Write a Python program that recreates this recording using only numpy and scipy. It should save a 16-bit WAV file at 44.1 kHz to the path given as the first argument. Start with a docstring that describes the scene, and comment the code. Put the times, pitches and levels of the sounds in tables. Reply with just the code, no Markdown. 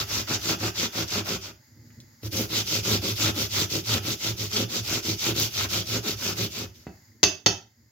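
"""A dense, wet rasp, to and fro, close to the microphone: an onion on a flat grater in a small hard kitchen.
The teeth tear the flesh while the rows of holes make the grater judder, along with the plate it rests on
and the stone counter below. The onion is turned in a pause, with small wet ticks, and the grating goes on.
At the end comes a soft bump, then the grater is knocked twice on the plate.
A short echo follows it all, over a low household rumble and hiss."""
import sys
import numpy as np
from scipy import signal
from scipy.fft import rfft, irfft
from scipy.io import wavfile

SR = 44100
rng = np.random.default_rng(int(sys.argv[2]) if len(sys.argv) > 2 else 0)


def unload_wav(signal):
    """Save mono or channel-first audio to the path in sys.argv[1] as 16-bit WAV at rate SR, clipped to [-1, 1]."""
    wavfile.write(
        sys.argv[1],
        SR,
        np.round(np.clip(np.atleast_2d(signal).T, -1, 1) * 32767).astype(np.int16),
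    )


N = 348831


def from_db(db):
    return 10 ** (np.asarray(db) / 20)


def unit_rms(x):
    return x / np.sqrt(np.mean(x ** 2) + 1e-20)


def in_time(rows):
    """Rows led by a time become columns that glide from sample to sample."""
    times, *columns = np.transpose(rows)
    return [np.interp(np.arange(N) / SR, times, column) for column in columns]


def at_hz(points, hz):
    """A curve's value at a frequency, on a log axis."""
    return np.interp(np.log(hz), np.log(np.array(points)[:, 0]), np.array(points)[:, 1])


def butter(x, hz, kind="band", order=2):
    return signal.sosfilt(signal.butter(order, hz, kind, fs=SR, output="sos"), x)


def drift(rate_hz):
    """Random wavering of RMS 1: noise twice through a one-pole low-pass."""
    pole = np.exp(-2 * np.pi * rate_hz / SR)
    return unit_rms(signal.lfilter([1], [1, -2 * pole, pole * pole], rng.standard_normal(N + SR))[SR:])


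def colour(x, spectrum):
    """Minimum-phase filter that follows a curve of (Hz, dB) points."""
    cepstrum = irfft(np.log(from_db(at_hz(spectrum, np.linspace(1, SR / 2, 4097)))))
    cepstrum[1:4096] *= 2
    cepstrum[4097:] = 0
    impulse = irfft(np.exp(rfft(cepstrum)))
    return signal.fftconvolve(x, np.atleast_2d(impulse), axes=-1)[:, :N]


def grains(per_s, uneven_db):
    """Random clicks of uneven size, in two channels that share the moments but not the signs."""
    sizes = from_db(uneven_db * np.minimum(rng.exponential(1, N), 5))
    fires = rng.random(N) < per_s / SR
    return sizes * fires * rng.standard_normal((2, N)) + 1e-18


def ring(clicks, modes, scatter_db=0.):
    """Clicks set damped modes ringing; with scatter, each strikes each mode with its own strength."""
    out, hits = 0, np.flatnonzero(np.abs(clicks) > 1e-12)
    for hz, level_db, t60 in modes:
        decay, angle = from_db(-60 / (t60 * SR)), 2 * np.pi * hz / SR
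        struck = clicks * from_db(level_db) + 1e-18
        if scatter_db:
            struck[hits] *= from_db(scatter_db * rng.standard_normal(len(hits)))
        out = out + signal.lfilter([0, np.sin(angle)], [1, -2 * decay * np.cos(angle), decay ** 2], struck)
    return out


# How alike the microphone's two sides are. Each row: frequency in Hz, correlation (below 0 counts as 0).
MIC_LIKENESS = [(60, 1), (180, 0.98), (550, 0.72), (1650, 0.097), (4970, 0.36), (15000, -0.35)]
# The balance at the microphone. Each row: frequency in Hz, left minus right in dB.
MIC_BALANCE = [(60, 6.5), (120, -2), (240, -1.5), (480, -2), (950, 0), (1890, 0), (3770, -1), (7520, 1.5),
               (15000, -6)]


def spread(pair):
    """Two unrelated signals become left and right, alike in the bass and less so higher up."""
    hz = np.linspace(1, SR / 2, N // 2 + 1)
    alike = np.clip(at_hz(MIC_LIKENESS, hz), 0, 1)
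    lean = from_db(at_hz(MIC_BALANCE, hz) / 2)
    mid, side = rfft(pair) * np.sqrt([(1 + alike) / 2, (1 - alike) / 2])
    return irfft([(mid + side) * lean, (mid - side) / lean], N)


# The rumble and the hiss of the house. Each row: frequency in Hz, relative level in dB.
RUMBLE_SPECTRUM = [(24, -48.5), (40, -18.5), (113, 3), (183, -18), (241, -0.5), (269, -19), (310, -10.5),
                   (399, -23), (614, -28.5), (700, -35), (910, -65), (1540, -120)]
HISS_SPECTRUM = [(350, -28.5), (600, -5.5), (661, -21), (858, -6.5), (1140, -14), (2090, -1), (2310, -14),
                 (2950, -19.5), (3940, -14.5), (4910, -3), (5790, -11.5), (6920, -3), (8270, -31),
                 (12300, -13.5), (16000, -12)]
# Their rise and fall. Each row: time in seconds, rumble level in dB, hiss level in dB.
ROOM_LEVELS = [(0, -45, -44), (1.6, -63.5, -61), (1.8, -54.5, -59.5), (2.0, -53, -58), (2.2, -61, -60.5),
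               (6.8, -55.5, -60.5), (6.95, -57, -57.5), (7.15, -59.5, -62.5), (7.7, -64, -65.5),
               (7.9, -61, -65)]


def room_tone():
    """All around the microphone, a low household rumble that wavers and a steadier hiss."""
    rumble_db, hiss_db = in_time(ROOM_LEVELS)
    rumble = unit_rms(spread(colour(rng.standard_normal((2, N)), RUMBLE_SPECTRUM)))
    hiss = unit_rms(spread(colour(rng.standard_normal((2, N)), HISS_SPECTRUM)))
    return from_db(rumble_db + 4.3 * drift(16)) * rumble + from_db(hiss_db + .8 * drift(5.4)) * hiss


# The kitchen's echo. Each row: frequency in Hz, seconds to fade by 60 dB.
KITCHEN_DECAY = [(100, 0.3), (1000, 0.29), (5000, 0.26), (12000, 0.26)]
FIRST_ECHO_S = 0.0072


def kitchen_echo(x):
    """Off hard walls nearby, echoes thicken at once into noise that dies octave by octave."""
    t, tail = np.arange(SR // 2) / SR, 0
    mid, side = rng.standard_normal((2, len(t)))
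    for low_hz in 62.5 * 2 ** np.arange(8):
        centre_hz = low_hz * np.sqrt(2)
        alike = np.clip(at_hz(MIC_LIKENESS, centre_hz), 0, 1)
        pair = np.sqrt(1 + alike) * mid + np.sqrt(1 - alike) * side * [[1], [-1]]
        fade = from_db(-60 * t / at_hz(KITCHEN_DECAY, centre_hz))
        tail = tail + butter(pair, [low_hz, 2 * low_hz]) * fade
    tail = tail * (t > FIRST_ECHO_S)
    return signal.fftconvolve(x[None], tail / np.sqrt(np.sum(tail ** 2) / 2), axes=-1)[:, :N]


# Modes of the plate, of plate and grater rocking on the counter, and of the stone counter itself.
# Each row: frequency in Hz, relative level in dB, seconds to fade by 60 dB.
PLATE_MODES = [(780, -23, 0.28), (815, -25, .12), (965, -22, 0.12), (1330, -19.5, .1), (1647, -15, .12),
               (2030, -4.5, 0.056), (2621, -9, 0.17), (2640, -12.5, .12), (2880, -13, .07),
               (3395, -16, .08), (3708, -8.5, .08), (4290, -12, .08), (4420, -8, .15), (4504, -9, .13),
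               (4556, -7, .14), (4614, -10, .11), (4750, -17, .08), (4975, -11, .1), (5290, -17.5, .08),
               (5550, -18.5, .08), (6186, -11, 0.08), (6244, -9, .14), (6295, -13, 0.11), (6650, -20, .06),
               (6900, -26, .08), (8360, -33, .1)]
ROCKING_MODES = [(104.2, 3, 0.17), (222, -7, 0.032), (333, -8, 0.046), (404.4, -9.5, 0.049),
                 (525.2, -17, 0.096)]
COUNTER_MODES = [(190, 1.5, 0.017), (298.5, -0.5, 0.11), (435.5, -2, 0.057)]
# The crack of grater on plate. Each row: frequency in Hz, relative level in dB.
CRACK_SPECTRUM = [(180, -35.5), (300, -2.5), (801, -6), (1460, -10.5), (1640, -29), (1780, -10), (3640, -4),
                  (5700, -2.5), (6200, 1), (8500, -31), (16000, -27.5)]
# The grater's knocks and bounces, close up. Each row: start in seconds, relative levels of ring,
# crack and thump in dB, hardness in Hz, left minus right in dB.
KNOCK_HITS = [(2.234, -39, -43, -38, 3000, -1), (6.868, 6, -38, -53, 260, -1.5),
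              (7.231, -5, -13.5, -29, 12000, 7), (7.2368, -4, -10, -22.5, 16000, -2),
              (7.4613, -5.5, -14, -26, 15900, -6), (7.4635, -22, -12, -21.5, 8500, 3),
              (7.469, -19, -17.5, -20, 7500, -2.5)]


def knocks():
    """Each contact, longer for a soft blow, cracks, rings the plate and thumps into the counter."""
    blows, thumps, cracks = np.zeros(N), np.zeros(N), np.zeros((2, N))
    t = np.arange(SR // 10) / SR
    noises = rng.standard_normal((len(KNOCK_HITS), 2, len(t)))
    for (start, ring_db, crack_db, thump_db, hardness_hz, _), noise in zip(KNOCK_HITS, noises):
        i = round(start * SR)
        contact = (t + 1 / SR) * np.exp(-2 * np.pi * hardness_hz * t)
        pulse = contact / contact.sum()
        noise[:, 0] = 1.3   # the first touch is one sharp click
        burst = signal.fftconvolve(noise * np.exp(-t / 0.0034), pulse[None], axes=-1)[:, :len(t)]
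        blows[i:i + len(t)] += from_db(ring_db) * pulse
        cracks[:, i:i + len(t)] += from_db(crack_db) * burst
        thumps[i] = from_db(thump_db)
    clack = from_db(-13.5) * ring(blows, PLATE_MODES) + from_db(17.5) * colour(cracks, CRACK_SPECTRUM)
    thud = ring(thumps, ROCKING_MODES) + ring(thumps, COUNTER_MODES)
    return butter(clack, 95, "high"), butter(thud, 95, "high")   # small bodies radiate no deep bass


# Close to the microphone: wet ticks as the onion is turned, sharp bites within strokes,
# and the small click of the grater's soft bump on the plate.
# Each row: start in seconds, peak level in dB, pitch in Hz, peak level of the snap in dB.
SMALL_TICKS = [(1.9035, -51, 2060, -54), (2.002, -38, 5630, -44), (2.011, -54, 3980, -46),
               (2.217, -51, 4850, -59), (2.2308, -41, 4680, -37), (2.2559, -44, 4700, -44),
               (2.3303, -38, 2350, -22), (2.6749, -26, 4500, -30), (4.5638, -12, 4300, -24),
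               (5.3985, -18, 4570, -9), (5.7135, -25, 4300, -23), (6.8699, -42.5, 1900, -51)]
TICK_DECAY_S, SNAP_DECAY_S, SNAP_FROM_HZ = 0.0098, 0.0014, 1600


def small_ticks():
    """Each tick is a few milliseconds of noise around its pitch, headed by a short bright snap."""
    out, t = np.zeros(N), np.arange(SR // 10) / SR
    for start, tick_db, hz, snap_db in SMALL_TICKS:
        noise = rng.standard_normal(len(t))
        burst = butter(noise * np.exp(-t / TICK_DECAY_S), [hz / 1.46, min(hz * 1.33, SR / 3)])
        snap = butter(noise * np.exp(-t / SNAP_DECAY_S), SNAP_FROM_HZ, "high")
        for part, peak_db in (burst, tick_db), (snap, snap_db):
            out[round(start * SR):][:len(t)] += from_db(peak_db) * part / np.abs(part).max()
    return out


# The onion's strokes, to and fro in turn. A crest is the share of a stroke (0-1) where a layer peaks.
# Each row: start in seconds, length in seconds, rasp crest, rasp level in dB, juice spray and frame
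# scrape in dB relative to the rasp, pitch of the free blade in Hz, judder crest, judder level in dB,
# rocking crest, rocking level in dB.
ONION_STROKES = [(-0.08, 0.13, 0.58, -28, -9, -5.5, 4500, 0.44, -35.5, 0.76, -35.5),
                 (0.052, 0.19, 0.61, -28.5, -10.0, -8, 4530, 0.56, -39, 0.5, -34.5),
                 (0.264, 0.12, 0.53, -28, -11, -4, 4300, 0.38, -30, 0.57, -34.1),
                 (0.385, 0.18, 0.61, -27.5, -10.5, -5, 4250, 0.71, -29, 0.56, -37.5),
                 (0.576, 0.14, 0.58, -29.5, -10.5, -4.5, 4500, 0.51, -33.5, 0.32, -30),
                 (0.725, 0.16, 0.65, -26.5, -12, -7, 4460, 0.63, -33, 0.3, -40),
                 (0.908, 0.15, 0.59, -31, -9, -2.5, 4520, 0.57, -31.5, 0.54, -33.5),
                 (1.058, 0.17, 0.59, -29, -10.9, -4.5, 4580.0, 0.67, -33, 0.6, -31.9),
                 (1.236, 0.15, 0.53, -31, -9, -4.5, 4530.0, 0.48, -31, 0.53, -37),
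                 (1.397, 0.13, 0.44, -40.5, -10.5, -6, 4740.0, 0.58, -47, 0.44, -48),
                 (2.202, 0.086, 0.76, -42, -3.5, -5.5, 4720.0, 0.67, -41.5, 0.4, -30),
                 (2.304, 0.17, 0.51, -30, -6.5, -9, 4820.0, 0.43, -31, 0.36, -31.5),
                 (2.467, 0.17, 0.67, -26.5, -9, -9.5, 3920, 0.54, -33, 0.57, -33),
                 (2.634, 0.19, 0.6, -28, -8.5, -12, 4540, 0.56, -34, 0.7, -29.5),
                 (2.816, 0.18, 0.57, -25.5, -9.5, -8, 4380, 0.53, -27, 0.55, -25),
                 (3.004, 0.15, 0.51, -29, -8.5, -11, 4370, 0.39, -33, 0.65, -29.5),
                 (3.135, 0.19, 0.6, -24.5, -10, -7, 3970, 0.69, -27, 0.59, -27),
                 (3.335, 0.15, 0.53, -27.5, -8.5, -11.5, 4040, 0.35, -33, 0.5, -34),
                 (3.478, 0.19, 0.63, -26.0, -9.5, -6.5, 4200, 0.66, -31, 0.42, -30),
                 (3.685, 0.14, 0.47, -30, -8, -11.5, 4700.0, 0.39, -31, 0.36, -33.5),
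                 (3.819, 0.18, 0.66, -25.5, -10.5, -6.5, 3660, 0.69, -31, 0.57, -25.5),
                 (4.014, 0.15, 0.56, -29.5, -7.5, -10.5, 4000, 0.43, -34.5, 0.37, -36),
                 (4.157, 0.18, 0.66, -28.5, -10.5, -10, 4150.0, 0.67, -35.1, 0.73, -30.5),
                 (4.357, 0.14, 0.51, -32.5, -8, -10.5, 4420.0, 0.38, -35, 0.47, -31),
                 (4.481, 0.18, 0.59, -28.5, -10, -7.5, 4160, 0.59, -30.5, 0.68, -29),
                 (4.673, 0.15, 0.6, -30, -9.5, -10, 4240, 0.46, -34.5, 0.8, -32),
                 (4.808, 0.21, 0.59, -29, -9.5, -7, 4300, 0.65, -33, 0.58, -36),
                 (5.018, 0.15, 0.5, -30, -8, -12.5, 4520.0, 0.39, -32.5, 0.47, -31),
                 (5.149, 0.19, 0.66, -26, -9.5, -7.5, 4350.0, 0.73, -33, 0.73, -31),
                 (5.339, 0.16, 0.45, -27, -8, -10, 4460.0, 0.26, -30.5, 0.36, -31),
                 (5.483, 0.19, 0.66, -27, -10, -5.5, 4200.0, 0.75, -33.1, 0.62, -31.5),
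                 (5.681, 0.16, 0.48, -27.5, -9.5, -10, 4210.0, 0.47, -34.5, 0.5, -32),
                 (5.831, 0.18, 0.61, -30, -9.5, -6, 4650, 0.67, -32.5, 0.52, -31.5),
                 (6.018, 0.14, 0.56, -29.5, -9, -9, 4240, 0.35, -34, 0.74, -34),
                 (6.152, 0.2, 0.61, -30, -8.5, -6.5, 4830, 0.64, -34, 0.6, -35),
                 (6.345, 0.14, 0.57, -29, -9.5, -10, 4240, 0.41, -31.5, 0.34, -30.5),
                 (6.491, 0.18, 0.53, -34.5, -10, -7.5, 4380, 0.66, -38, 0.68, -36),
                 (6.738, 0.2, 0.1, -57, -6, -11, 4700, 0.5, -67, 0.4, -73)]


def stroke_swells(crests, levels_db, powers, overlap_s, lag_s=0.):
    """Each stroke is a half sine bent to its crest; higher (rise, fall) powers make it more pointed."""
    energy, t = np.zeros(N), np.arange(N) / SR
    for (start, length, *_), crest, db in zip(ONION_STROKES, np.clip(crests, .15, .85), levels_db):
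        begin, span = start - overlap_s + lag_s, length + 2 * overlap_s   # negative overlap stops short
        inside = slice(max(round(begin * SR), 0) + 1, round((begin + span) * SR))
        bent = np.clip((t[inside] - begin) / span, 0, 1) ** (np.log(.5) / np.log(crest))
        arc = np.abs(np.sin(np.pi * bent)) ** np.where(bent < .5, *powers)
        energy[inside] += (from_db(db) * arc) ** 2
    return np.sqrt(energy)


HOLE_ROWS_PER_S, ROCK_RING_S = 170, 0.004


def grater_judder():
    """Each row of holes bumps grater and plate; these heavier bodies answer late, shaking and rocking."""
    *_, judder_crest, judder_db, rock_crest, rock_db = np.transpose(ONION_STROKES)
    shake_swell = stroke_swells(judder_crest, judder_db, powers=(1.1, 1.7), overlap_s=-0.0057, lag_s=.012)
    rock_swell = stroke_swells(rock_crest, rock_db, powers=(1.5, 1.3), overlap_s=0.004, lag_s=.022)
    hold = np.exp(-1 / (ROCK_RING_S * SR))
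    rock_swell = signal.lfilter([1 - hold], [1, -hold], rock_swell)   # rocking builds up and rings on
    rows_passed = np.cumsum(HOLE_ROWS_PER_S * from_db(3 * drift(15))) / SR
    new_row = np.diff(np.floor(rows_passed), prepend=0) > 0
    bumps = new_row * from_db(4.45 * np.clip(rng.standard_normal((2, N)), -2, 2))
    ringing = np.array([ring(channel, ROCKING_MODES[1:], scatter_db=3) for channel in bumps])
    thuds = signal.lfilter([1], [1, -.95], bumps)
    shake = unit_rms(butter(ringing + thuds, [130, 900]))
    rock_hz = ROCKING_MODES[0][0] * (1 + 0.0496 * drift(15))
    phase = 2 * np.pi * np.cumsum(rock_hz) / SR + rng.uniform(0, 2 * np.pi, (2, 1))
    rocking = np.sqrt(2) * np.sin(phase) * from_db(drift(36))
    heave = unit_rms(butter(rng.standard_normal((2, N)), [45, 82]))   # the counter yields to the arm
    return shake_swell * shake + rock_swell * rocking + from_db(-33) * np.sqrt(rock_swell) * heave


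def blade_resonance(clicks, blade_hz):
    """Quarter-octave bands waver on their own; those near the pitch of the free blade stand out."""
    out, edges = 0, 1500 * 2 ** np.arange(0, 2.8, 1 / 4)
    for k, (low, high) in enumerate(zip(edges, edges[1:])):
        octaves_away = np.log2(np.sqrt(low * high) / blade_hz)
        gain = from_db(4.9 * np.exp(-(octaves_away / 0.39) ** 2) + 1.64 * drift(16.7))
        out = out + (-1) ** k * gain * butter(clicks, [low, high])   # alternate signs join bands evenly
    return out


# Close up on the grater: tearing cells, spraying juice and the scrape in the frame.
# Each row: frequency in Hz, relative level in dB.
TEAR_SPECTRUM = [(1060, -40.5), (1800, -16), (2080, -6.5), (3580, -4), (4160, -7.5), (4680, -6), (5920, -3),
                 (7590, -9), (8600, -29), (11200, -66), (18900, -120)]
SPRAY_SPECTRUM = [(5060, -65), (8600, -8.5), (12300, 0), (15100, 1), (16000, -9)]
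SCRAPE_SPECTRUM = [(350, -22.5), (600, 1.5), (676, -4), (887, -2), (1200, -1), (1330, 4), (1760, -4.5),
                   (2200, -3), (2860, -2.5), (4840, -120)]
RASP_OVERLAP_S, SAG_HZ_PER_CREST, STEADY_CREST = -0.0018, 3000, 0.35


def onion_rasp():
    """Teeth tear cells by the thousand, in clumps as row after row bites; the plate hums along faintly."""
    columns = np.transpose(ONION_STROKES)
    start, length, crest, rasp_db, spray_db, scrape_db, blade_hz, judder_crest, *_ = columns
    t = np.arange(N) / SR
    stroke = np.clip(np.searchsorted(start, t) - 1, 0, None)
    from_middle = np.clip((t - start[stroke]) / length[stroke], 0, 1) - .5
    # the later the judder crests, the further the blade's pitch falls along the stroke
    sag_hz = SAG_HZ_PER_CREST * (judder_crest - STEADY_CREST)
    scrape_crest = crest + 0.64 * (judder_crest - crest)
    pressure = stroke_swells(crest, rasp_db, (0.99, 1), RASP_OVERLAP_S)
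    spray_swell = stroke_swells(crest, rasp_db + spray_db, (0.75, 1.46), RASP_OVERLAP_S)
    scrape_swell = stroke_swells(scrape_crest, rasp_db + scrape_db, (1.12, 1), RASP_OVERLAP_S, lag_s=.0037)
    clumps_db = drift(25.1) + drift(315)
    cells = colour(grains(per_s=20000, uneven_db=0.26) * from_db(clumps_db), TEAR_SPECTRUM)
    teeth = unit_rms(blade_resonance(cells, blade_hz[stroke] - sag_hz[stroke] * from_middle))
    plate = unit_rms(np.diff([ring(channel, PLATE_MODES) for channel in cells], prepend=0))
    tearing = from_db(1.5) * teeth + from_db(-16.5) * plate
    droplets = grains(per_s=20000, uneven_db=0.94) * from_db(0.29 * clumps_db + drift(60))
    spray = unit_rms(colour(droplets, SPRAY_SPECTRUM))
    scratches = grains(per_s=6000, uneven_db=1.9) * from_db(0.14 * clumps_db + 1.8 * drift(38))
    scrape = unit_rms(colour(scratches, SCRAPE_SPECTRUM))
    return pressure * tearing + spray_swell * spray + scrape_swell * scrape


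ECHO_DB, RIGHT_LATE_SAMPLES = -6, 3   # the grater stands a little nearer the microphone's left side


def scene():
    """Grating and knocks close to the microphone, the kitchen's echo behind, room tone under all."""
    clack, thump = knocks()
    left, right = spread(onion_rasp() + grater_judder()) + small_ticks()
    grating = np.array([left, np.roll(right, RIGHT_LATE_SAMPLES)])
    echo = kitchen_echo(grating.mean(axis=0) + from_db(4.5) * clack.mean(axis=0) + from_db(2.5) * thump)
    lean = from_db(in_time(KNOCK_HITS)[-1] / 2)   # clack and echo shift sides from knock to knock
    return grating + thump + (clack + from_db(ECHO_DB) * echo) * [lean, 1 / lean] + room_tone()


def record(dry):
    """At the microphone deep bass rolls off, peaks are rounded and the top is cut steeply."""
    thinned = butter(dry, 65, "high", order=3)
    rounded = .9 * np.tanh(thinned / .9)
    return signal.sosfilt(signal.ellip(16, .5, 100, 15950, fs=SR, output="sos"), rounded)


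dry = scene()
out = record(dry)
unload_wav(out)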